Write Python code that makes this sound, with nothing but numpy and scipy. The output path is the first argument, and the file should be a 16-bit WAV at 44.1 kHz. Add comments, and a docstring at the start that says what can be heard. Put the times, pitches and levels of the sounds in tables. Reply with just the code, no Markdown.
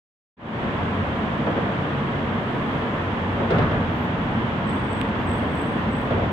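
"""Axles thump over the expansion joint of a concrete highway viaduct, heard from below.
A heavy truck hits hardest, and the blows echo among the columns.
Tyres roar overhead and the deck booms at its own resonances.
Close by, a thin squeal wavers under faint high whistles and something clicks once.
The sound fades in after a short silence."""
import sys
import numpy as np
from scipy.fft import rfft, irfft, next_fast_len
from scipy.io import wavfile
from scipy.ndimage import map_coordinates

SR = 44100
rng = np.random.default_rng(int(sys.argv[2]) if len(sys.argv) > 2 else 0)


def int16_out(signal):
    """Quantize to a 16-bit WAV file."""
    q = np.round(np.clip(np.atleast_2d(signal).T, -1, 1) * 32767)
    wavfile.write(sys.argv[1], SR, q.astype(np.int16))


N = 278712
TIME = np.arange(N) / SR


def amp(db):
    """Decibels to gain."""
    return 10 ** (np.asarray(db) / 20)


def unit(x):
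    """Scale to rms 1."""
    return x / np.sqrt(np.mean(x ** 2) + 1e-20)


def gain_at(spectrum, hz):
    """Gain from (Hz, dB) points joined on a log frequency axis."""
    points_hz, points_db = np.transpose(spectrum)
    return amp(np.interp(np.log(hz + 1), np.log(points_hz + 1), points_db))


def wobble(rate):
    """Smooth random curve, rate knots a second."""
    return map_coordinates(rng.standard_normal(int(N * rate / SR) + 4), [TIME * rate])


def hump(peak_s, width_s):
    """Bell curve: 1 at the peak, 1/e at width_s to either side."""
    return np.exp(-((TIME - peak_s) / width_s) ** 2)


def swell(start_s, attack_s, t60_s):
    """Envelope that builds up and dies away."""
    age = np.maximum(TIME - start_s, 0)
    return (1 - np.exp(-age / attack_s)) * amp(-60 * age / t60_s)


def filtered(x, response):
    """Apply a gain given as a function of Hz."""
    size = next_fast_len(N + SR // 2)
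    return irfft(rfft(x, size) * response(np.fft.rfftfreq(size, 1 / SR)), size)[..., :N]


def resonances(modes, hz):
    """Gain of separately shaken resonances: their powers add."""
    return np.sqrt(sum(amp(db) ** 2 / (1 + (2 * (hz - centre_hz) / width_hz) ** 2)
                       for centre_hz, width_hz, db in modes))


def diffuse(response, spacing_m=0.12):
    """Noise from all sides at two microphone ports: alike in the bass, unrelated above. Mid rms is 1."""
    def mid_and_side(hz):
        coherence = 0.99 * np.sinc(2 * hz * spacing_m / 343)
        side_gain = np.sqrt((1 - coherence) / (1 + coherence))
        return response(hz) * np.array([np.ones_like(hz), side_gain])
    mid, side = filtered(rng.standard_normal((2, N)), mid_and_side)
    return np.array([mid + side, mid - side]) / np.std(mid)


def coloured(spectrum):
    """Diffuse noise shaped by (Hz, dB) points."""
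    return diffuse(lambda hz: gain_at(spectrum, hz))


def tone(hz):
    """Sine with a slightly wandering phase."""
    return np.sin(2 * np.pi * hz * TIME + 0.5 * wobble(6))


def squeak(pitch_hz, width_hz):
    """Rubbing feeds a narrow, gliding resonance: a fuzzy line, never a pure tone."""
    noise = rng.standard_normal((2, N))
    in_phase, quadrature = unit(filtered(noise, lambda hz: 1 / (1 + (2 * hz / width_hz) ** 2)))
    phase = 2 * np.pi * np.cumsum(pitch_hz) / SR
    return in_phase * np.cos(phase) + quadrature * np.sin(phase)


# Each row: peak time in seconds, half width in seconds, level in dB.
RUSTLES = [(2.68, 0.3, -72), (5.25, .04, -70), (6.05, .08, -71)]
# Each row: frequency in Hz, relative density in dB.
RUSTLE_SPECTRUM = [(3000, -15.5), (7000, -1), (9500, -5), (11600, 1.5), (13500, -6.5), (15500, -11.5)]


def rustles():
    """Soft rustles close by on the left."""
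    level = sum(amp(db) * hump(peak_s, width_s) for peak_s, width_s, db in RUSTLES)
    return level * coloured(RUSTLE_SPECTRUM) * amp([[1], [-12]])


def brake(peak_s=1.03, pitch_hz=9920):
    """A far brake on the left sings one thin note with a long, faint tail."""
    level = amp(-77) * hump(peak_s, width_s=0.18) + amp(-95) * swell(peak_s, attack_s=0.1, t60_s=6)
    return level * amp(2 * wobble(20)) * tone(pitch_hz) * amp([[1], [-12]])


# Each row: pitch in Hz, level in dB.
WHINES = [(1723, -57), (2746, -65.5)]


def whines():
    """Two faint whines, steady in pitch, drifting in level."""
    return sum(amp(db + 1.7 * wobble(2.5)) * tone(hz) for hz, db in WHINES)


# Each row: start in seconds, length in seconds, level in dB, centre pitch in Hz, glide in Hz per second.
WHISTLES = [(2.293, .15, -74, 14800, -2500), (2.874, 0.087, -80.5, 15100, 0.5),
            (3.428, 0.076, -83, 15100, 0.5), (3.887, .19, -69.5, 14620, -3500),
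            (4.19, 0.093, -82, 14000, -5), (4.484, .08, -81, 15000, -1.5), (4.694, .37, -75, 14450, -3),
            (5.17, .88, -71, 14400, -1)]


def whistles(edge_s=0.04, waver_hz=100, flutter_db=3):
    """Very high whistles that waver and flutter: short chirps, then two held notes."""
    level, pitch_hz = np.zeros((2, N))
    for start_s, length_s, db, centre_hz, glide in WHISTLES:
        age = TIME - start_s
        level += amp(db) * np.clip(np.minimum(age, length_s - age) / edge_s, 0, 1)
        note_hz = centre_hz + glide * (np.clip(age, 0, length_s) - length_s / 2)
        pitch_hz = np.where(age < 0, pitch_hz, note_hz)
    level *= amp(flutter_db * wobble(25))
    pitch_hz += waver_hz * wobble(9)
    return level * np.array([squeak(pitch_hz, width_hz=300) for port in range(2)]) * amp([[2.5], [-1.5]])


# Each row: peak time in seconds, level in dB, rise in seconds, t60 in seconds.
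SQUEAL_PUSHES = [(4.69, -56, 0.02, 0.78), (4.95, -55, 0.056, .34), (5.31, -50.5, .035, 0.37),
                 (5.59, -53.5, 0.072, 0.62), (5.95, -56, .035, .35)]


def squeal(free_hz=8230, sag_hz=205, hold_s=0.027):
    """Thin squeal on the left: each push swells, pulls the pitch flat and dies away."""
    level, pressure = np.zeros((2, N))
    for peak_s, db, rise_s, t60_s in SQUEAL_PUSHES:
        release = amp(-60 * np.maximum(TIME - peak_s - hold_s, 0) / t60_s)
        level += amp(db) * np.where(TIME < peak_s, hump(peak_s, rise_s), release)
        pressure += hump(peak_s, width_s=0.079)
    pitch_hz = free_hz - sag_hz * pressure
    pan = amp([[4], [-13]])  # only scattered sound reaches the right
    return level * np.array([squeak(pitch_hz, width_hz=170) for port in range(2)]) * pan


# Each row: frequency in Hz, level in dB, t60 in seconds, left minus right in dB.
CLICK_MODES = [(2420, -15.5, 0.0027, -13), (3630, -21, 0.004, -4), (8160, -30.5, 0.003, 5),
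               (11500, -34, .0012, 9.5)]


def click(start_s=5.0143):
    """One tiny, dry tick close by; neighbouring modes start in opposite directions."""
    tick = np.zeros((2, N))
    for k, (hz, db, t60_s, pan_db) in enumerate(CLICK_MODES):
        ring = swell(start_s, attack_s=0.0001, t60_s=t60_s) * np.sin(2 * np.pi * hz * (TIME - start_s))
        tick += (-1) ** k * amp([[db + pan_db / 2], [db - pan_db / 2]]) * ring
    return tick


# Each row: resonance in Hz, width in Hz, level over the road noise in dB.
BAY_MODES = [(452.7, 13, 3.5), (562, 69, 1), (703, 36, 0), (1019, 285, 4)]


def through_bays(spectrum):
    """Road noise coloured by the hollow bays between the girders."""
    return diffuse(lambda hz: gain_at(spectrum, hz) * np.hypot(1, resonances(BAY_MODES, hz)))


def concrete(modes, edge_hz, low_cut_hz=27):
    """The deck shaken at its resonances; its mass holds back everything above the edge."""
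    def response(hz):
        high_pass = hz ** 4 / (hz ** 4 + low_cut_hz ** 4)
        return resonances(modes, hz) * high_pass / np.hypot(1, (hz / edge_hz) ** 4)
    return diffuse(response)


# Deck resonances, low and middle. Each row: frequency in Hz, width in Hz, relative level in dB.
BOOM_MODES = [(38, 7, -19.5), (60, 9.6, -12), (82, 9.6, -5.5), (94, 7.8, 5.5)]
DRONE_MODES = [(133.2, 23.6, 0), (174, 49, -2.5), (215.3, 25, 0.5), (236, 29, 1.5), (298, 30, -8)]
# Heavy vehicles load the span. Each row: time in seconds, boom level in dB.
SPAN_LOAD = [(.7, -38.5), (1.05, -32.5), (1.7, -37.5), (2.95, -42), (3.1, -32), (3.85, -30), (4.15, -32),
             (5.1, -35.5), (5.35, -26.5), (5.55, -35), (5.85, -31.5), (6.3, -30)]
# Each row: frequency in Hz, relative density in dB.
TYRE_SPECTRUM = [(20, -19.5), (120, 3), (320, 0), (600, -4.5), (800, -6), (1100, -9), (1750, -10.5),
                 (2400, -17), (3350, -18.5), (4100, -32), (5300, -42), (8000, -48), (10000, -59),
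                 (15500, -58)]


def traffic(drone_db=-28, roar_db=-27.5):
    """Many vehicles merge into a deck boom, a drone and a tyre roar, each a little restless."""
    load_db = np.interp(TIME, *np.transpose(SPAN_LOAD))
    lull_db = -5.5 * hump(peak_s=3.08, width_s=0.17)  # a gap in the stream of cars
    boom = amp(load_db + 1.2 * wobble(7)) * concrete(BOOM_MODES, edge_hz=101)
    drone = amp(drone_db + lull_db + 0.24 * wobble(5)) * concrete(DRONE_MODES, edge_hz=376)
    roar = amp(roar_db + 0.29 * wobble(11)) * through_bays(TYRE_SPECTRUM)
    return boom + drone + roar


# Each row: start in seconds, blow level in dB, boom level in dB.
AXLES = [(1.463, -19, -41), (1.571, -20.5, -40), (3.398, -20, -44), (3.504, -16, -19.5),
         (3.582, -18.5, -20.5), (3.616, -27, -23), (3.711, -24.5, -22.5), (5.425, -23, -47),
         (6.102, -19.5, -34.5), (6.173, -21, -39), (6.228, -23, -39)]
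# The blow, its bright slap and the slap's duller echo. Each row: frequency in Hz, relative density in dB.
BLOW_SPECTRUM = [(60, -28), (250, -3.5), (380, 4.5), (550, 2.5), (700, 0), (900, -15.5), (1500, -13.5),
                 (2200, -22.5), (3400, -30), (4500, -43), (9000, -70.5)]
SLAP_SPECTRUM = [(200, -11), (600, -5), (2000, -3.5), (3400, -0.5), (5000, -16), (8000, -33.5),
                 (15000, -40.5)]
ECHO_SPECTRUM = [(150, -7.5), (330, 4), (700, -8.5), (1100, 4.5), (1550, 1.5), (2200, -9.5), (3400, -16.5),
                 (4500, -29), (9000, -54.5)]


def expansion_joint(hard_force_db=-17, hard_slap_db=-26.5, slap_db_per_db=1.96):
    """Axles strike the joint; blows scatter among the columns and the deck booms. Hard blows slap."""
    blow_power, boom_power, slap_power, echo_power = np.zeros((4, N))
    for start_s, blow_db, boom_db in AXLES:
        force_db = (blow_db + boom_db) / 2
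        slap_db = hard_slap_db + slap_db_per_db * (force_db - hard_force_db)
        blow_power += (amp(blow_db) * swell(start_s, attack_s=0.0039, t60_s=0.2)) ** 2
        blow_power += (amp(blow_db - 11) * swell(start_s, attack_s=0.012, t60_s=1.0)) ** 2  # scatter
        boom_power += (amp(boom_db) * swell(start_s, attack_s=0.0087, t60_s=0.64)) ** 2
        slap_power += (amp(slap_db) * swell(start_s, attack_s=0.002, t60_s=0.055)) ** 2
        echo_power += (amp(slap_db + 3) * swell(start_s, attack_s=0.022, t60_s=0.93)) ** 2
    blows = np.sqrt(blow_power) * through_bays(BLOW_SPECTRUM)
    booms = np.sqrt(boom_power) * concrete(DRONE_MODES, edge_hz=173)
    slaps = np.sqrt(slap_power) * coloured(SLAP_SPECTRUM)
    echoes = np.sqrt(echo_power) * coloured(ECHO_SPECTRUM)
    return blows + booms + slaps + echoes


# Each row: frequency in Hz, left minus right in dB.
PORT_BALANCE = [(200, -0.5), (1000, 0.4), (2100, 0.5), (2600, -5.5), (3300, -14), (4000, -6.5), (5100, 1),
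                (8000, 15), (9500, 10), (14500, 0.5)]


def ports(x):
    """The two microphone ports ring differently: each favours its own part of the treble."""
    def gains(hz):
        ratio = gain_at(PORT_BALANCE, hz)
        return np.array([ratio, np.ones_like(hz)]) * np.sqrt(2 / (1 + ratio ** 2))
    return filtered(x, gains)


def scene():
    """The viaduct overhead and the small sounds around it."""
    viaduct = traffic() + expansion_joint()
    return ports(viaduct + click()) + squeal() + whistles() + rustles() + brake() + whines()


def record(dry, silence_s=0.367, fade_s=0.27, top_hz=15720):
    """Fade in after a short silence and cut everything above the band limit."""
    fade = np.clip((TIME - silence_s) / fade_s, 0, 1)
    return filtered(dry * fade, lambda hz: hz < top_hz)


dry = scene()
out = record(dry)
int16_out(out)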